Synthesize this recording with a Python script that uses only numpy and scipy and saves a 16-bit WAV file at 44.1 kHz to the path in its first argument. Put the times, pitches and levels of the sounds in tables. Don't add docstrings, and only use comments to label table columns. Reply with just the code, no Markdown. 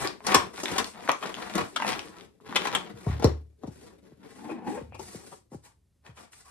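import sys
import numpy as np
from scipy import signal
from scipy.fft import rfft, irfft
from scipy.io import wavfile
from scipy.ndimage import uniform_filter1d

SR = 44100
rng = np.random.default_rng(int(sys.argv[2]) if len(sys.argv) > 2 else 0)


def dump(signal):
    limited = np.clip(np.atleast_2d(signal).T, -1, 1)
    pcm = np.round(limited * 32767).astype(np.int16)
    wavfile.write(sys.argv[1], SR, pcm)


N = 286650
TIME = np.arange(N) / SR

# [f/Hz, width/Hz, level/dB]
PANELS = [(238, 120, 3.5), (347, 170, 6.5), (906.6, 400, 0), (1030, 59, -6), (2530, 80, -7.5),
          (3310, 570, 5)]


def undb(db):
    return 10 ** (np.asarray(db) / 20)


def unit(x):
    return x / np.sqrt(np.mean(x ** 2))


def burst(x, span):
    return x * np.sqrt(span * SR / np.sum(x ** 2))


def colour(x, points):
    hz, db = np.transpose(points)
    f = np.maximum(np.fft.rfftfreq(x.shape[-1], 1 / SR), 1)
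    gain = undb(np.interp(np.log(f), np.log(hz), db))
    return irfft(rfft(x) * gain, x.shape[-1])


def resonate(x, hz, width):
    b, a = signal.iirpeak(min(hz, SR / 2 - 1), hz / width, fs=SR)
    return signal.lfilter(b, a, x)


def resonate_twice(x, hz, width):
    return resonate(resonate(x, hz, width), hz, width)


def panels(x, plain_db):
    ringing = sum(undb(db) * resonate(x, hz, width) for hz, width, db in PANELS)
    return undb(plain_db) * x + ringing


def walk(rate):
    k = int(SR / rate)
    steps = np.repeat(rng.standard_normal(N // k + 1), k)
    return unit(uniform_filter1d(steps, k)[:N])


def slips(size, rate, spread_db):
    happens = rng.random(size) < rate / SR
    strength = undb(spread_db * np.clip(rng.standard_normal(size), -2, 2))
    return happens * rng.choice([-1, 1], size) * strength


def add(track, s, sound):
    i = int(s * SR)
    track[i:i + len(sound)] += sound[:N - i]


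def ring(modes, t60, t):
    waves = 0
    for hz, db in modes:
        detune, phase = rng.uniform(-1, 1, 2)
        waves = waves + undb(db) * np.sin(2 * np.pi * hz * (1 + .012 * detune) * t + np.pi * phase)
    return waves * undb(-60 * t / t60)


def swell(s, length, hz, width_hz, db):
    tone = resonate_twice(rng.standard_normal(N), hz, width_hz)
    return unit(tone) * undb(db) * np.exp(-((TIME - s) / length) ** 2)


def strokes(rows, rise_db_per_s, fall_db_per_s):
    power = 1e-14
    for s, length, db in rows:
        before = np.maximum(s - TIME, 0)
        after = np.maximum(TIME - s - length, 0)
        below = rise_db_per_s * before + fall_db_per_s * after
        power = power + undb(db - np.minimum(below, 120)) ** 2
    return np.sqrt(power)


def reflections(early_db, tail_db):
    t60 = 0.24
    t = TIME[:SR // 2]
    tail = rng.standard_normal(len(t)) * undb(-60 * t / t60) * np.minimum(t / 0.023, 1)
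    early = rng.standard_normal(len(t)) * t * np.exp(-t / .005)
    response = undb(early_db) * burst(early, 1 / SR) + undb(tail_db) * burst(tail, 1 / SR)
    return signal.lfilter(*signal.butter(1, 3800, fs=SR), response)


def room(x, early_db, tail_db, left_db):
    poses = np.array([walk(20) for _ in range(3)])
    poses /= np.linalg.norm(poses, axis=0)
    out = []
    for side, lag in ((1, 0), (-1, 3)):
        heard = np.pad(x, (lag, 0))[:N]
        for pose in poses:
            response = reflections(early_db, tail_db)
            heard = heard + signal.oaconvolve(x * pose, response)[:N]
        balanced = colour(heard, [(5500, side * left_db / 2), (8000, 0)])
        out.append(balanced / np.sqrt(1 + np.sum(response ** 2)))
    return np.array(out)


def room_tone():
    # [f/Hz, level/dB]
    quiet = [(25, -9.5), (70, 9.5), (420, -18.5), (700, -25.5), (2200, -31.5)]
    air = rng.standard_normal(N) + 0.23 * rng.standard_normal((2, N))
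    return undb(-67.5) * unit(colour(air, quiet))


def inrush():
    return swell(s=4.96, length=0.17, hz=88, width_hz=60, db=-50)


def squeaking():
    # [t/s, length/s, f/Hz, level/dB]
    squeaks = [(4.502, 0.017, 2450, -52.5), (4.944, 0.024, 2520, -56), (5.662, 0.01, 943, -55),
               (6.478, .025, 1098, -56.5)]
    return sum(swell(s, length, hz, hz / 5, db) for s, length, hz, db in squeaks)


def thumping():
    # [t/s, level/dB, starting f/Hz]
    thumps = [(0.349, -32, 595), (2.94, -47, 200), (1.557, -48, 520), (3.07, -25, 190), (3.099, -26, 159),
              (3.247, -17.5, 215), (3.278, -26.5, 189), (3.638, -42.5, 477), (3.681, -40.5, 324),
              (4.121, -53, 480), (4.813, -45, 480), (5.147, -44, 620), (5.519, -48, 416),
              (5.546, -42.5, 473), (6.093, -50, 200)]
    # [f/Hz, level/dB]
    table_modes = [(75, 0), (110, -4.5), (148, -6.5)]
    thud_hz, sag_s, thud_s = 84.5, 0.0068, 0.019
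    out, t = np.zeros(N), TIME[:SR // 2]
    for s, db, start_hz in thumps:
        hz = thud_hz + (start_hz - thud_hz) * np.exp(-t / sag_s)
        thud = np.sin(2 * np.pi * np.cumsum(hz) / SR) * np.exp(-(t / thud_s) ** 2)
        boom = ring(table_modes, t60=0.42, t=t) * np.minimum(t / thud_s, 1)
        share = undb(3.5) * thud_hz / start_hz
        add(out, s, undb(db) * burst(unit(thud) + share * unit(boom), 1 / 25))
    return out


def juddering_lid():
    # [t/s, slips per second/Hz, level/dB]
    judder = [(4.36, 217, -61), (4.445, 230, -40), (4.485, 305, -43.5), (4.522, 347, -36),
              (4.549, 244, -46), (4.642, 225, -42.5), (4.689, 275, -32), (4.745, 445, -38.5),
              (4.781, 520, -33.5), (4.806, 550, -49)]
    # [f/Hz, half the width of each of two filters/Hz, level/dB]
    lid_modes = [(264, 120, 9), (807, 112, 7), (1500, 310, -8), (2440, 77, -9)]
    s, hz, db = np.transpose(judder)
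    rate = np.interp(TIME, s, hz)
    turns = np.cumsum(rate * (1 + .08 * walk(200))) / SR
    jerks = undb(3.5 * walk(85))
    pulses = np.diff(np.floor(turns), prepend=0)
    drive = .7 * unit(pulses) + rng.standard_normal(N)
    hollow = sum(undb(gain_db) * resonate_twice(drive, f, 2 * width) for f, width, gain_db in lid_modes)
    creak = unit(np.sin(2 * np.pi * turns))
    tone = (unit(hollow) + undb(-2.5) * creak) * jerks
    moving = (TIME > s[0]) & (TIME < s[-1])
    return tone / np.std(tone[moving]) * moving * undb(np.interp(TIME, s, db))


def tapping():
    # [t/s, level/dB, f/Hz]
    taps = [(0.074, -31, 4630), (0.205, -48.5, 885), (0.322, -29, 1900), (0.58, -41.5, 1260),
            (0.657, -29, 2400), (0.844, -35.5, 3080), (1.077, -34, 1390), (1.117, -33, 5100),
            (1.256, -36, 990), (1.342, -37, 3380), (1.425, -41, 2200), (1.581, -35, 5500),
            (1.867, -41, 3840), (1.993, -35, 3570), (2.402, -60.5, 885), (2.526, -36.5, 1240),
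            (4.623, -49, 647), (4.923, -49, 620), (6.064, -52, 2220), (6.333, -55, 2000)]
    out, t = np.zeros(N), TIME[:SR // 20]
    for s, db, hz in taps:
        contact = rng.standard_normal(len(t)) * np.exp(-t / .0009)
        add(out, s, undb(db) * burst(resonate_twice(contact, hz, 1.1 * hz), 1 / 100))
    return out


def clacking():
    # [t/s, level/dB, f/Hz, ring t60/s]
    clacks = [(0.344, -22, 1103, 0.04), (0.351, -19.5, 1027, .025), (0.367, -23.5, 1100, 0.076),
              (1.093, -18, 1120, 0.0069), (1.8, -31.5, 962, 0.025), (1.822, -25.5, 947, 0.018),
              (1.847, -28, 860, 0.016)]
    # [multiple of f, level/dB]
    tray_modes = [(1, -0.5), (1.66, -12.5), (2.12, -10.5), (2.98, -13)]
    out, t = np.zeros(N), TIME[:SR // 6]
    for s, db, hz, t60 in clacks:
        modes = [(hz * multiple, mode_db) for multiple, mode_db in tray_modes]
        tray = ring(modes, t60, t) * np.minimum(t * hz, 1)
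        contact = rng.standard_normal(len(t)) * np.exp(-t / .001)
        crack = resonate(contact, 2 * hz, 2 * hz)
        add(out, s, undb(db) * burst(unit(tray) + undb(-14) * unit(crack), 1 / 100))
    return out


def crackling(slide):
    ticks = 0
    for hz, _, _ in PANELS[2:]:
        catches = slips(N, rate=20, spread_db=3)
        ticks = ticks + resonate_twice(catches, hz, 1.5 * hz) / np.sqrt(hz)
    return undb(-5) * unit(ticks) * slide


def sliding():
    # [t/s, length/s, level/dB]
    slides = [(0.0, 0.045, -33.5), (0.28, 0.1, -29.5), (0.55, 0.053, -46), (0.675, 0.13, -38.5),
              (0.955, 0.16, -48), (1.23, 0.11, -41.5), (1.37, 0.22, -45), (1.562, 0.026, -32),
              (1.775, 0.2, -41), (1.885, 0.021, -30), (2.04, 0.17, -54.5), (2.46, 0.11, -51),
              (2.55, 0.12, -38.5), (2.738, 0.011, -31), (2.8, 0.075, -52.5), (2.96, 0.22, -58),
              (3.075, 0.055, -48.5), (3.22, 0.052, -44.5), (3.64, 0.29, -66.5), (4.04, 0.087, -71.5),
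              (4.22, 0.3, -60.5), (4.67, 0.13, -59), (4.995, 0.24, -64)]
    return strokes(slides, rise_db_per_s=599.5, fall_db_per_s=286)


def rubbing(slide):
    # [t/s, length/s, level/dB]
    glides = [(0.0, 0.025, -37), (0.275, 0.046, -41.5), (0.56, 0.34, -46), (0.66, 0.14, -48),
              (1.03, 0.67, -53.5), (1.55, 0.18, -59), (1.88, 0.017, -37), (1.98, 0.11, -54.5),
              (2.16, 0.075, -64.5), (2.55, 0.09, -56.5), (2.99, 0.11, -58.5), (3.72, 0.15, -59.5),
              (4.29, 0.22, -59), (4.68, 0.084, -53), (5.02, .14, -47.5), (5.19, 0.16, -54)]
    # [t/s, length/s, rasp level/dB, hiss level/dB]
    brushes = [(5.518, 0.035, -73, -59.5), (5.642, 0.018, -63.5, -53.5), (6.056, 0.011, -50, -60.5),
               (6.163, 0.062, -56, -55), (6.322, 0.093, -75, -54), (6.452, 0.082, -67.5, -55)]
    # [f/Hz, level/dB]
    rasp_colour = [(300, -6), (520, -2), (900, -1.5), (2000, -5), (3300, -14.5), (4500, -14), (8000, -21.5)]
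    drone_colour = [(40, -15), (140, -4.5), (220, 7), (480, 2.5), (900, -22)]
    hiss_colour = [(2000, -13), (3500, -14), (5200, -7), (7000, -6.5), (8600, 0.5), (10500, -9.5),
                   (12000, -11)]
    glide = strokes(glides, rise_db_per_s=411, fall_db_per_s=305.5)
    rasp_rows = [(s, length, db) for s, length, db, _ in brushes]
    hiss_rows = [(s, length, db) for s, length, _, db in brushes]
    brush_rasp = strokes(rasp_rows, rise_db_per_s=1090.5, fall_db_per_s=395)
    brush_hiss = strokes(hiss_rows, rise_db_per_s=1090.5, fall_db_per_s=395)
    shake = undb(-41.5) * (slide / undb(-26)) ** 0.39
    grip = undb(3.5 * walk(110))
    grains = slips(N, rate=1200, spread_db=3.5) * grip
    rasp = unit(colour(panels(grains, plain_db=6.0), rasp_colour))
    drone = unit(colour(slips(N, rate=580, spread_db=5.5) * grip, drone_colour))
    hiss = unit(colour(unit(grains) + rng.standard_normal(N), hiss_colour))
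    return rasp * (slide + brush_rasp) + drone * shake + hiss * (glide + brush_hiss)


def knocking():
    # [t/s, body level/dB, crack level/dB, f/Hz, time scale of the crush/s]
    knocks = [(0.265, -31, -25.5, 900, 0.0059), (0.344, -13.5, -14, 1694, 0.0047),
              (0.632, -31.5, -33, 600, 0.0069), (0.712, -32, -38.5, 297, 0.01),
              (0.78, -22.5, -24, 2120, 0.0068), (1.088, -22, -38.5, 1030, 0.0043),
              (1.225, -34, -62, 1670, 0.0053), (1.553, -29, -32.5, 422, 0.0035),
              (1.760, -26, -32.5, 2330, 0.0056), (2.556, -18.5, -24.5, 2880, 0.009),
              (2.653, -29, -39.5, 1650, 0.0046), (2.67, -29, -35.5, 1830, 0.0039),
              (2.749, -21, -26.5, 2880, 0.0031), (3.062, -35.5, -54, 553, 0.0071),
              (3.196, -39, -52, 517, 0.0033), (3.224, -29, -46.5, 520, 0.0036),
              (3.243, -14.5, -27.5, 476, 0.002), (3.634, -37.5, -63, 580, 0.0036),
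              (3.671, -42, -55.5, 453, 0.0081), (4.488, -37, -68, 815, 0.014),
              (4.943, -45.5, -53.5, 900, .011), (4.992, -39, -47, 790, 0.008),
              (5.317, -43.5, -60, 900, 0.017), (5.513, -45, -81.5, 600, .031),
              (6.167, -50, -70, 1770, 0.015)]
    out, t = np.zeros(N), TIME[:SR // 8]
    for s, db, crack_db, hz, length in knocks:
        pressure = t / length * np.exp(-1.5 * (t / length) ** 2)
        contacts = rng.choice([-1, 1], len(t)) * undb(5 * rng.standard_normal(len(t)))
        crush = pressure * contacts
        pitched = resonate(resonate(crush, hz, 1.7 * hz), hz, 7.4 * hz)
        soft = signal.butter(2, min(1.3 * hz, SR / 4), fs=SR, output="sos")
        body = signal.sosfilt(soft, panels(pitched, plain_db=-1.5))
        crack = resonate(crush, 6500, 3400)
        add(out, s, undb(db) * burst(body, 1 / 100) + undb(crack_db) * burst(crack, 1 / 100))
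    return out


def scene():
    slide = sliding()
    low = thumping() + inrush()
    facing = tapping() + clacking() + crackling(slide) + juddering_lid()
    thumps = room(low, early_db=-28.5, tail_db=-20.5, left_db=1.5)
    near = room(facing, early_db=-3, tail_db=-4.5, left_db=3.5)
    rubs = room(rubbing(slide) + squeaking(), early_db=5.0, tail_db=0.0, left_db=3.5)
    knocks = room(knocking(), early_db=3.0, tail_db=-5.0, left_db=5.5)
    return room_tone() + thumps + near + rubs + knocks


def record(dry):
    thinned = signal.sosfilt(signal.butter(3, 48, "high", fs=SR, output="sos"), dry)
    rounded = .85 * np.tanh(thinned / .85)
    return signal.sosfilt(signal.ellip(8, .2, 70, 12000, fs=SR, output="sos"), rounded)


dry = scene()
out = record(dry)
dump(out)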